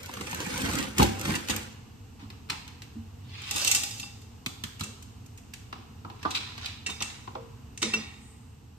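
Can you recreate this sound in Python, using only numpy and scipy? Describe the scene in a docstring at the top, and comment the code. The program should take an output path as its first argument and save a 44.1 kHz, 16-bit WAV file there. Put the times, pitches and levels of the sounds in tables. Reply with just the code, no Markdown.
"""Frozen peas into a metal pot

A plastic bag of frozen peas is lifted and dropped on a counter: the peas thud, the film crackles.
A thin plastic tub of peas is squeezed, tipped into a big metal pot, tapped, scraped empty and knocked
on the rim. Each impact is a burst of tiny contacts, and struck bodies ring on in their damped modes.
A gas burner rumbles under the pot, and the tiled kitchen reverberates briefly after each sound."""
import sys
import numpy as np
from scipy import signal
from scipy.fft import rfft, irfft
from scipy.io import wavfile
from scipy.ndimage import uniform_filter1d

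SR = 44100
rng = np.random.default_rng(int(sys.argv[2]) if len(sys.argv) > 2 else 0)


def put_to_file(sound):
    """Save the sound as 16-bit audio at rate SR, in the file named by the first command-line argument."""
    columns = np.atleast_2d(sound).T  # one column per channel
    safe = np.clip(columns, -1, 1)
    whole_steps = np.round(safe * 32767)
    wavfile.write(sys.argv[1], SR, whole_steps.astype(np.int16))


N = 387184
TIME = np.arange(N) / SR

# spectrum of the burner and kitchen air: frequency_hz, relative_density_db
BURNER_SPECTRUM = [(15, -21), (25, -8.5), (109, 3.5), (167, -8.5), (243, -7), (373, -17.5), (475, -14),
                   (543, -28), (811, -19), (1760, -29), (3730, -31), (8100, -32.5), (10600, -45.5),
                   (13500, -33), (15000, -92)]
# resonances that the flame keeps murmuring: centre_hz, width_hz, level_db
FLAME_RESONANCES = [(94.5, 44, -48.5), (226.2, 39, -58), (267.7, 21.5, -65), (439.4, 9.5, -74.5),
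                    (975, 580, -71), (2770, 410, -70)]

# timbre of each kind of impact: thud_db, body_db, crack_db, fizz_db, body_hz, crack_hz
BAG_TONE = (-5.5, -12.5, -7, -8.5, 987, 2707)
TUB_TONE = (-3, -5.5, 1, -7, 1028, 2635)
ICE_TONE = (-8.5, -15, 0, 2, 1172, 3698)
RIM_TONE = (-2.5, -5.5, 0.5, -1, 1051, 2728)
CATCH_TONE = (-30, -11, 6.5, -1, 1177, 3455)
# change with hardness: thud_db_per_db, body_db_per_db, crack_db_per_db, fizz_db_per_db
HARDNESS_SLOPE = (-0.67, -0.86, 0.64, 1.364)

# impacts: start_s, contact_s, level_db, hardness_db
BAG_FLOPS = [(.032, 0.00017, -50, 9), (.06, 0.00026, -47, 7), (.092, 0.00052, -42, -8),
             (.138, 0.0004, -43, 4.5), (.168, .002, -37.5, -3.5), (.208, 0.0032, -33, -1.5),
             (.266, 0.0025, -38, -1.5), (.312, 0.00065, -47.5, 10), (.329, 0.00052, -34, -5.5),
             (.346, 0.0004, -36.5, 4.5), (.402, 0.0011, -34.5, -0.5), (.462, 0.0013, -41, 0.5),
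             (.532, 0.0009, -44, 1.5), (.577, 0.00059, -41.5, 9.5), (.618, 0.00065, -37.5, 6),
             (.658, 0.00073, -32.5, -3.5), (.732, 0.0015, -32, -2), (.753, 0.00099, -41.5, 9),
             (.786, 0.00069, -36, 5), (.981, 0.0015, -31, 8), (.995, 0.0021, -22.5, -12),
             (1.028, 0.00047, -25.5, 4.5), (1.194, 0.001, -50.5, 11.5), (1.212, 0.00062, -44.5, 10),
             (1.252, 0.00096, -32.5, -0.5), (1.35, 0.0053, -29.5, 2), (1.485, 0.0008, -33.5, 1.5),
             (1.495, 0.0063, -23, 1.5), (1.563, 0.00028, -40, 11)]  # the film snaps and the peas slump inside it
TUB_POPS = [(2.19, 0.019, -52, -4), (2.302, 0.00066, -49.5, -1), (2.488, .004, -51, -4),
            (2.498, 0.002, -36.5, 3.5), (2.514, 0.0066, -43.5, 1), (2.529, .0004, -50.5, -10),
            (2.677, 0.0012, -54, 5), (2.82, 0.00029, -53, 6), (5.024, 0.0019, -69.5, 18),
            (5.261, 0.0015, -82, 24), (5.374, 0.0037, -70.5, 17.5), (5.535, 0.0021, -53, 10.5),
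            (5.726, 0.0015, -42, -6), (6.047, 0.0018, -49, -15.5), (6.099, 0.0005, -49, -6.5),
            (6.228, 0.0018, -47, 1), (6.25, 0.0037, -37, -13), (6.578, 0.00081, -46, 0),
            (7.274, 0.0019, -48.5, -13), (7.352, 0.00063, -45.5, -11)]  # the wall buckles under the fingers
ICE_CATCHES = [(6.304, 0.0045, -46, 5.5), (6.345, 0.0079, -35, -1), (6.372, 0.0025, -39, -5.5),
               (6.657, 0.0023, -40, -0.5)]  # the fingers catch on ice stuck to the tub
# frozen lumps drop into the pot: start_s, contact_s, level_db, hardness_db, pot_ring_db
LUMPS = [(3.417, .002, -48, -4.5, -48), (3.489, 0.0015, -61, -7, -53), (3.51, 0.00095, -36.5, 2.5, -35.5),
         (3.55, 0.0052, -36.5, -13, -38), (3.56, 0.0022, -38, 2, -59), (3.646, 0.0013, -32, 2, -48),
         (3.672, 0.0041, -35, 6, -33), (3.712, 0.0032, -36.5, 9, -33), (3.747, 0.0024, -36, 8, -31),
         (3.757, 0.0039, -34, 1, -53), (3.834, 0.0014, -41, 3, -36), (3.908, 0.0022, -53, 5, -53),
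         (3.996, 0.0024, -44.5, 0, -47.5), (4.03, 0.0026, -49.5, -10.5, -43),
         (4.217, 0.00091, -64.5, 3, -63)]
# a hand taps the upturned tub, each time on another spot:
# start_s, contact_s, level_db, hardness_db, body_hz, crack_hz, wall_hz, wall_db, thump_hz, thump_db
TUB_TAPS = [(4.461, 0.0006, -38.5, 1, 1080, 3420, 2540, -24, 118, -35),
            (4.637, 0.00045, -39.5, 0.5, 1340, 3300, 1710, -40, 101.6, -34),
            (4.808, 0.0011, -38, -0.5, 1200, 3860, 1074, -34.5, 95.6, -28.5)]
# the tub meets the pot's rim:
# start_s, contact_s, level_db, hardness_db, top_octave_db, main_note_db, other_modes_db, grate_db
RIM_KNOCKS = [(4.794, 0.0027, -53, 5.5, -2, -50, -57, -66), (4.834, 0.004, -60, 15.5, -4, -46, -62, -49),
              (6.862, 0.0037, -43, 4.5, -13, -34.5, -41, -52),
              (6.887, 0.0064, -45.5, -9, 4, -56, -54, -49.5), (6.898, 0.0044, -54.5, 9, 0, -44, -43, -66),
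              (7.004, 0.0054, -41.5, -6, 10, -42, -42, -59), (7.021, 0.0023, -38, 4.5, -8, -39, -55, -64),
              (7.775, 0.001, -53.5, 8.5, -12, -65, -65, -62),
              (7.818, 0.0058, -38, 3.5, -6, -46, -39, -36.5), (7.827, 0.001, -32.5, 1, -19, -54, -31, -35),
              (7.936, 0.0023, -37, -2, -5, -28.5, -34.5, -36)]

# movements, with rise and fall timed over 20 dB: peak_s, rise_s, hold_s, fall_s, level_db
BAG_MOVES = [(.64, 0.84, 0.18, 0.13, -29.5), (1.0, 0.03, 0.02, 0.081, -20.5),
             (1.08, 0.039, 0.011, 0.04, -50), (1.29, 0.19, 0.034, 0.16, -28),
             (1.505, 0.033, 0.005, 0.18, -30)]  # the bag is lifted, dropped, slumps, is dragged and let go
PEA_SLIDES = [(3.35, 0.1, 0.17, 0.038, -40), (3.6, 0.17, 0.14, 0.09, -34)]  # the top layer slips, then the bulk
PEA_SHOWERS = [(3.58, 0.11, 0.075, 0.26, -32), (3.99, 0.086, 0.032, 0.037, -48)]  # the bulk lands, then the stragglers
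FINGER_SCRAPES = [(6.355, 0.19, 0.03, 0.32, -36), (6.63, 0.09, 0.039, 0.069, -36.5),
                  (7.09, 0.097, 0.026, 0.14, -43)]
TUB_SWISHES = [(8.24, 0.23, 0.031, 0.32, -61)]  # the tub is drawn back

# bumps that set a body ringing: start_s, level_db
COUNTER_BUMPS = [(.615, -28), (.87, -34), (.992, -16.5), (1.5, -28.5), (2.227, -37)]
CROCKERY_BUMPS = [(1.02, -7.5)]  # the bag nudges something by the wall
FULL_TUB_BUMPS = [(2.497, -33.5)]  # the grip snaps the wall inward
HOLLOW_BUMPS = [(2.956, -33.5)]  # a dull hollow bump on the way to the stove
SQUEEZED_TUB_BUMPS = [(6.25, -33)]  # the hardest squeeze
EMPTY_TUB_BUMPS = [(7.353, -35.5)]  # the emptied tub booms under a tap
# modes of those bodies: pitch_hz, level_db, swell_s, t60_s
COUNTER_MODES = [(64.5, -3, 0.033, 0.37), (97.6, -10, 0.0065, 0.91), (214.3, -4, 0.0064, 0.45),
                 (270.5, 0.5, 0.0012, 0.14)]
CROCKERY_MODES = [(831, 3, 0.0027, 0.053), (786, -24, .003, 0.66), (745, -38, .003, 0.44)]
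FULL_TUB_MODES = [(863, -5, .002, 0.14), (950, 4, .001, 0.051), (1054, -9, .001, .09),
                  (2020, -10, 0.0009, 0.097), (3050, -8, .001, 0.053), (4100, 2, .001, .06)]
HOLLOW_MODES = [(95.7, 5, 0.13, 0.97), (227, 10, 0.02, 0.22), (294, -4, 0.0028, 0.16)]
SQUEEZED_TUB_MODES = [(663, 0, .001, 0.13), (751, -8.5, .00089, 0.47), (885, -4, .001, 0.2),
                      (1177, 14, .001, 0.092), (1240, -5, .002, 0.54), (1540, 12, .001, 0.078)]
EMPTY_TUB_MODES = [(463, -1, 0.03, 0.46), (517, -1.5, 0.008, 0.3), (644, -7, 0.0026, 0.17),
                   (790, 5.5, 0.00099, 0.07)]
# modes of the pot, main note first: pitch_hz, rim_struck_db, bottom_struck_db, t60_s
POT_MODES = [(2704, -0.5, -0.5, 0.28), (817, -19.5, -12, 0.75), (872, -21, -33, 0.28),
             (1460, -18, -15, 0.25), (1907, -10.5, -16.5, 0.59), (2094, -16, -20, 0.67),
             (2265, -7.5, -15, 0.5), (2527, -12, -10, 0.48), (3040, -4, -13, 0.093), (3600, -7, -4, 0.4),
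             (3760, -9, -21, 0.6), (4140, -10.5, -18, 0.4), (4740, -20, -7, 0.18), (4960, -9, -3, 0.44),
             (6100, -22, -32, .3), (5860, -5, -27, 0.28), (6600, -18, -32, 0.3), (6971, -22, -13, 0.24),
             (7806, -26, -10, 0.28)]
# damped modes of hand and tub together: pitch_ratio, level_db
THUMP_MODES = [(1, -2), (1.55, -5), (2.15, -5)]

# broad resonances: centre_hz, width_hz, level_db
BAG_HOLLOWS = [(523, 102, 7.5), (863, 41, 1), (1477, 250, -9)]  # among the folds of the bag
GRATE_RESONANCES = [(182, 31, -12), (219, 17.5, -2.5), (338, 110, -7.5), (431, 26, -14)]  # the pot on its grate
CATCH_RESONANCES = [(2490, 160, 4), (3930, 160, 2)]  # the tub's wall after a catch


def undb(db):
    """Amplitude ratio of a level in decibels."""
    return 10 ** (np.asarray(db) / 20)


def unit(x):
    """Normalisation to an rms of 1."""
    return x / np.sqrt(np.mean(x ** 2))


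def at_level(x, db, span_s):
    """Energy normalisation: a burst gets the energy of a steady level held for span_s."""
    return x * undb(db) * np.sqrt(SR * span_s / np.sum(x ** 2))


def decay(t, t60_s):
    """Exponential damping, by 60 dB in t60_s."""
    return np.exp(-np.log(1000) * t / t60_s)


def band(x, low_hz, high_hz, order=2):
    """Causal band-pass filtering."""
    edges_hz = [low_hz, min(max(high_hz, 1.01 * low_hz), .48 * SR)]
    return signal.sosfilt(signal.butter(order, edges_hz, "band", fs=SR, output="sos"), x)


def resonate(x, hz, width_hz):
    """Forced response of one resonator, with gain 1 at its centre."""
    return signal.lfilter(*signal.iirpeak(hz, hz / width_hz, fs=SR), x)


def add(track, start_s, sound):
    """Superposition of a sound on a track."""
    i = max(int(start_s * SR), 0)
    track[i:i + len(sound)] += sound[:N - i]


def grains(per_s, spread_db, size=N):
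    """Shot noise: random tiny contacts, many small and a few large."""
    occurs = rng.random(size) < per_s / SR
    strength = np.minimum(rng.exponential(size=size), 4)
    return occurs * rng.choice([-1, 1], size) * undb(spread_db * strength)


def envelope(moves):
    """Amplitude envelope of movements: each grows exponentially, holds and dies away."""
    total = np.zeros(N)
    for peak_s, rise_s, hold_s, fall_s, db in moves:
        before, after = np.maximum(peak_s - TIME, 0), np.maximum(TIME - peak_s - hold_s, 0)
        total += undb(db) * 10 ** -(before / rise_s + after / fall_s)
    return total


def whiten(x, smoothing_hz=130):
    """Spectral whitening: a burst with a level spectrum clicks dryly, without a pitch of its own."""
    size = 2 * len(x)
    spectrum = rfft(x, size)
    power = uniform_filter1d(np.abs(spectrum) ** 2, int(smoothing_hz * size / SR))
    return irfft(spectrum / np.sqrt(power + power.mean() / 50), size)[:len(x)]


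def burner(ebb_start_s=7.94, ebb_db_per_s=4.5):
    """Combustion noise: a rumble coherent in the bass, a diffuse hiss and murmuring resonances."""
    hz = np.maximum(np.fft.rfftfreq(N, 1 / SR), 1)
    points_hz, points_db = np.transpose(BURNER_SPECTRUM)
    colour = undb(np.interp(np.log(hz), np.log(points_hz), points_db))
    mid, side = rfft(rng.standard_normal((2, N))) * colour
    side *= np.clip(hz / 420, .15, .95)
    flame = undb(-49.5) * unit(irfft(np.array([mid + side, mid - side]), N))
    for centre_hz, width_hz, db in FLAME_RESONANCES:
        murmur = band(rng.standard_normal(N), centre_hz - width_hz / 2, centre_hz + width_hz / 2)
        flame += undb(db) * unit(murmur)
    ebb_db = ebb_db_per_s * np.maximum(TIME - ebb_start_s, 0)  # the level sinks at the end
    return flame * undb(-1 - ebb_db)


def impact(tone, contact_s, level_db, hardness_db, top_db=0):
    """Impact noise: the mass thuds, the wall rings briefly, the edges crack and fizz."""
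    body_hz, crack_hz = tone[4:]
    # a harder contact trades thud and body for crack and fizz
    parts_db = level_db + np.array(tone[:4]) + hardness_db * np.array(HARDNESS_SLOPE)
    crack_db, fizz_db = parts_db[2:]
    t = TIME[:SR // 8]
    age = t / contact_s
    force = age ** 1.01 * np.exp(-1.2 * age) + 0.011 * np.exp(-t / 0.022)
    cluster = whiten(grains(14000, 2.67, size=len(t)) * force)
    push = rng.standard_normal(len(t)) * np.exp(-t / 0.014)
    thud = band(push, 102, 343, order=3)
    body = band(cluster, 0.696 * body_hz, 1.323 * body_hz, order=4)
    body += resonate(body, body_hz, 130)
    crack = band(cluster, 0.62 * crack_hz, 4930, order=3)
    crack += 0.72 * resonate(crack, crack_hz, 420)
    # the slope from crack to fizz carries on into the top octave; a shorter contact reaches further
    slope_db = 0.12 * min(fizz_db - crack_db, 3)
    brevity_db = -1.5 * np.log2(contact_s / 0.0021)
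    top = undb(top_db - 2 + slope_db + brevity_db) * band(cluster, 11580, 13140)
    fizz = band(cluster, 5700, 8900) + top
    return sum(at_level(x, db, span_s=.02) for x, db in zip((thud, body, crack, fizz), parts_db))


def impacts(events, tone):
    """Superposition of impacts that share one timbre."""
    track = np.zeros(N)
    for start_s, *contact in events:
        add(track, start_s, impact(tone, *contact))
    return track


def bag():
    """Collision and friction: peas tumble dully while the film rubs and excites its hollows."""
    motion = envelope(BAG_MOVES)
    load = motion * (motion / undb(-29)) ** 0.58  # the peas' weight comes in faster than the rustle
    tumble = unit(band(grains(900, 5.0), 55, 306, order=4))
    rubbing = grains(1800, 2.6)
    hollows = sum(undb(db) * band(rubbing, hz - width / 2, hz + width / 2)
                  for hz, width, db in BAG_HOLLOWS)
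    film = undb(-6.5) * unit(band(rubbing, 630, 2770) + hollows)
    rustle = undb(-10.5) * unit(band(grains(1800, 1.3), 2500, 13000))
    return undb(1) * load * tumble + motion * (film + rustle) + impacts(BAG_FLOPS, BAG_TONE)


def creases(spurts_per_s=45, depth_db=2.5):
    """Snap-through: creases in the film catch and let go in spurts as the bag moves."""
    knots_s = np.arange(0, TIME[-1] + 1, 1 / spurts_per_s)
    spurts = undb(depth_db * np.interp(TIME, knots_s, rng.standard_normal(len(knots_s))))
    snaps = spurts * grains(260, 3.2)
    return undb(-13) * envelope(BAG_MOVES) * unit(band(snaps, 1800, 9500))


def bumps(events, modes):
    """Free vibration: a body's modes swell and die away after each bump."""
    track, t = np.zeros(N), TIME[:SR]
    ring = sum(undb(db) * np.sin(2 * np.pi * hz * t) * (1 - np.exp(-t / swell_s)) * decay(t, t60_s)
               for hz, db, swell_s, t60_s in modes)
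    for start_s, db in events:
        add(track, start_s, undb(db) * ring)
    return track


def tub_squeezes():
    """Buckling: the thin wall pops under the fingers, and the grip rings the full tub."""
    return impacts(TUB_POPS, TUB_TONE) + bumps(FULL_TUB_BUMPS, FULL_TUB_MODES)


def pour():
    """Granular flow: peas slide down the tub and patter into the pot among falling lumps."""
    rolling = grains(3500, 3.6)
    sliding = undb(-6) * unit(band(rolling, 2050, 4300) + 0.66 * band(rolling, 1050, 1370))
    hits = grains(2200, 2.7)
    ice = undb(-2) * unit(band(hits, 3800, 9800) + 0.6 * band(hits, 10700, 13000))
    landing = undb(-12) * unit(band(hits, 260, 1830))
    lumps = impacts([row[:4] for row in LUMPS], ICE_TONE)
    return envelope(PEA_SLIDES) * sliding + envelope(PEA_SHOWERS) * (ice + landing) + lumps


def pot_ring(note_db, clang_db, on_bottom=False):
    """Modal decay: the struck pot rings in clean tones, each in a blur of near neighbours."""
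    t = TIME[:SR * 3 // 4]
    strike = 1 + 1.6 * np.exp(-(t / .011) ** 2)  # stronger at first, until the tub damps it
    ring = np.zeros(len(t))
    for k, (hz, rim_db, bottom_db, t60_s) in enumerate(POT_MODES):
        place_db, phase = 1.5 * rng.standard_normal(), 2 * np.pi * rng.random()
        tone = np.sin(2 * np.pi * hz * t + phase) * decay(t, t60_s) * strike
        neighbours = unit(band(rng.standard_normal(len(t)), hz - 55, hz + 55))
        blur = undb(-7) * neighbours * decay(t, 1.6 * t60_s)
        mode_db = bottom_db if on_bottom else rim_db
        drive_db = note_db if k == 0 else clang_db + place_db
        ring += undb(mode_db + drive_db) * (tone + blur)
    return ring * (1 - np.exp(-t / 0.00039))


def pot():
    """Impulse excitation: single peas tick and ping the pot; lumps and rim knocks leave it ringing."""
    peas = envelope(PEA_SHOWERS) * unit(grains(per_s=110, spread_db=2))
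    # every pea lands somewhere else and so weights the modes in its own way
    pings = sum(undb(db) * resonate(peas * rng.standard_normal(N), hz, 3 / t60_s)
                for hz, _, db, t60_s in POT_MODES)
    track = undb(21.5) * pings + undb(-3) * band(peas, 2500, 8700)
    for start_s, *_, note_db, clang_db, _ in RIM_KNOCKS:
        add(track, start_s, pot_ring(note_db, clang_db))
    for start_s, *_, ring_db in LUMPS:
        add(track, start_s, pot_ring(ring_db, ring_db - 6.5, on_bottom=True))
    return track


def tub_taps():
    """Damped vibration: each tap clicks, rings its spot of wall and thumps through hand and tub."""
    clicks, thumps, t = np.zeros(N), np.zeros(N), TIME[:SR // 4]
    thump_shape = 2 * (1 - np.exp(-(t / 0.0055) ** 2)) * np.exp(-t / 0.017)
    for start_s, contact_s, level_db, hardness_db, *spot in TUB_TAPS:
        body_hz, crack_hz, wall_hz, wall_db, thump_hz, thump_db = spot
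        tone = (*RIM_TONE[:4], body_hz, crack_hz)
        add(clicks, start_s, impact(tone, contact_s, level_db, hardness_db))
        wall_shape = (1 - np.exp(-t / contact_s / 2)) * np.exp(-t / 0.0078)
        add(thumps, start_s, undb(wall_db) * np.sin(2 * np.pi * wall_hz * t) * wall_shape)
        thump = sum(undb(db) * np.sin(2 * np.pi * (ratio * thump_hz * t + rng.random()))
                    for ratio, db in THUMP_MODES)
        add(thumps, start_s, undb(thump_db) * thump * thump_shape)
    return clicks, thumps


def rim_knocks():
    """Contact noise: the tub clacks against the pot's rim."""
    return impacts([row[:5] for row in RIM_KNOCKS], RIM_TONE)


def grate(judder_s=.045):
    """Contact chatter: the knocked pot judders on its grate and drives broad, damped resonances."""
    track, t = np.zeros(N), TIME[:SR // 2]
    for start_s, *_, level_db in RIM_KNOCKS:
        rattle = grains(1500, 1, size=len(t)) * np.exp(-t / judder_s)
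        clunk = sum(undb(db) * unit(resonate(resonate(rattle, hz, 2 * width), hz, 2 * width))
                    for hz, width, db in GRATE_RESONANCES)
        add(track, start_s, at_level(clunk, level_db, span_s=.05))
    return track


def scrapes():
    """Sliding friction: finger strokes in the tub rasp through a resonance."""
    rasp = band(grains(1700, 5.0), 890, 4700)
    return undb(-8) * envelope(FINGER_SCRAPES) * unit(rasp + 0.79 * resonate(rasp, 3870, 190))


def catches():
    """Stick and slip: the fingers slip off stuck ice and the tub's wall rings."""
    slips = impacts(ICE_CATCHES, CATCH_TONE)
    wall = sum(undb(db) * resonate(slips, hz, width) for hz, width, db in CATCH_RESONANCES)
    return undb(-2.5) * (slips + wall)


def swish():
    """Band-limited noise: a soft, high swish as the tub is drawn back."""
    return envelope(TUB_SWISHES) * unit(band(rng.standard_normal(N), 7300, 9000))


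def reflections(x, near_db, near_s, lag_samples=10):
    """Early reflections off counter and pot, different on each side and changing as the hands move."""
    hop, size = 2048, 1024
    window = signal.get_window("hann", 2 * hop)
    padded, out = np.pad(x, (hop, 2 * hop)), np.zeros((2, N + 4 * hop))
    for i in range(0, N + hop, hop):
        echoes = band(rng.standard_normal((2, size)) * np.exp(-TIME[:size] / near_s), 410, 9240)
        response = undb(near_db) * echoes / np.linalg.norm(echoes, axis=1, keepdims=True)
        response[0, lag_samples] += 1  # direct sound from the side reaches the left later
        response[1, 0] += 1
        piece = signal.fftconvolve([window * padded[i:i + 2 * hop]], response, axes=1)
        out[:, i:i + piece.shape[1]] += piece
    return out[:, hop:hop + N] / np.sqrt(1 + undb(2 * near_db))


def kitchen(x, near_db, near_s, tail_db, t60_low_s, t60_high_s):
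    """Reverberation: direct sound and early reflections, then the diffuse field of the tiled room."""
    t = TIME[:SR * 3 // 4]
    low, high = rng.standard_normal((2, 2, len(t)))
    tail = band(low, 304, 5800) * decay(t, t60_low_s)
    tail += 1.07 * band(high, 4300, 10330, order=1) * decay(t, t60_high_s)
    # the nearest walls answer first and strongest
    tail *= (1 - np.exp(-t / 0.01)) * (1 + 0.91 * np.exp(-t / 0.061))
    tail *= undb(tail_db) / np.linalg.norm(tail, axis=1, keepdims=True)
    return reflections(x, near_db, near_s) + signal.fftconvolve([x], tail, axes=1)[:, :N]


def scene():
    """Superposition in a room: the bag close by on the counter, the pot further off on the stove."""
    tap_clicks, tap_thumps = tub_taps()
    counter = kitchen(bag(), near_db=4, near_s=.005, tail_db=-11.5, t60_low_s=.92, t60_high_s=.45)
    crackle = reflections(creases(), near_db=-4, near_s=.003)
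    handling = pour() + scrapes() + swish() + catches() + tub_squeezes() + rim_knocks() + tap_clicks
    stove = kitchen(handling, near_db=5, near_s=.0061, tail_db=-6.5, t60_low_s=1.0, t60_high_s=.65)
    low_notes = (bumps(COUNTER_BUMPS, COUNTER_MODES) + bumps(CROCKERY_BUMPS, CROCKERY_MODES)
                 + bumps(HOLLOW_BUMPS, HOLLOW_MODES) + tap_thumps + grate()
                 + bumps(SQUEEZED_TUB_BUMPS, SQUEEZED_TUB_MODES)
                 + bumps(EMPTY_TUB_BUMPS, EMPTY_TUB_MODES))
    booming = reflections(low_notes, near_db=-5, near_s=.006)
    ringing = reflections(pot(), near_db=-7, near_s=.005, lag_samples=3)
    balance = undb([[-.5], [.5]])
    return (counter + crackle + stove + booming + ringing + burner()) * balance


def record(dry):
    """Microphone response: its ports notch the treble; the deepest bass and the very top are cut."""
    notched = dry - .92 * resonate(dry, 10500, 1200)
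    bass_cut = signal.butter(2, 32, "high", fs=SR, output="sos")
    top_cut = signal.ellip(8, .1, 60, 15800, fs=SR, output="sos")
    return signal.sosfiltfilt(top_cut, signal.sosfilt(bass_cut, notched))


dry = scene()
out = record(dry)
put_to_file(out)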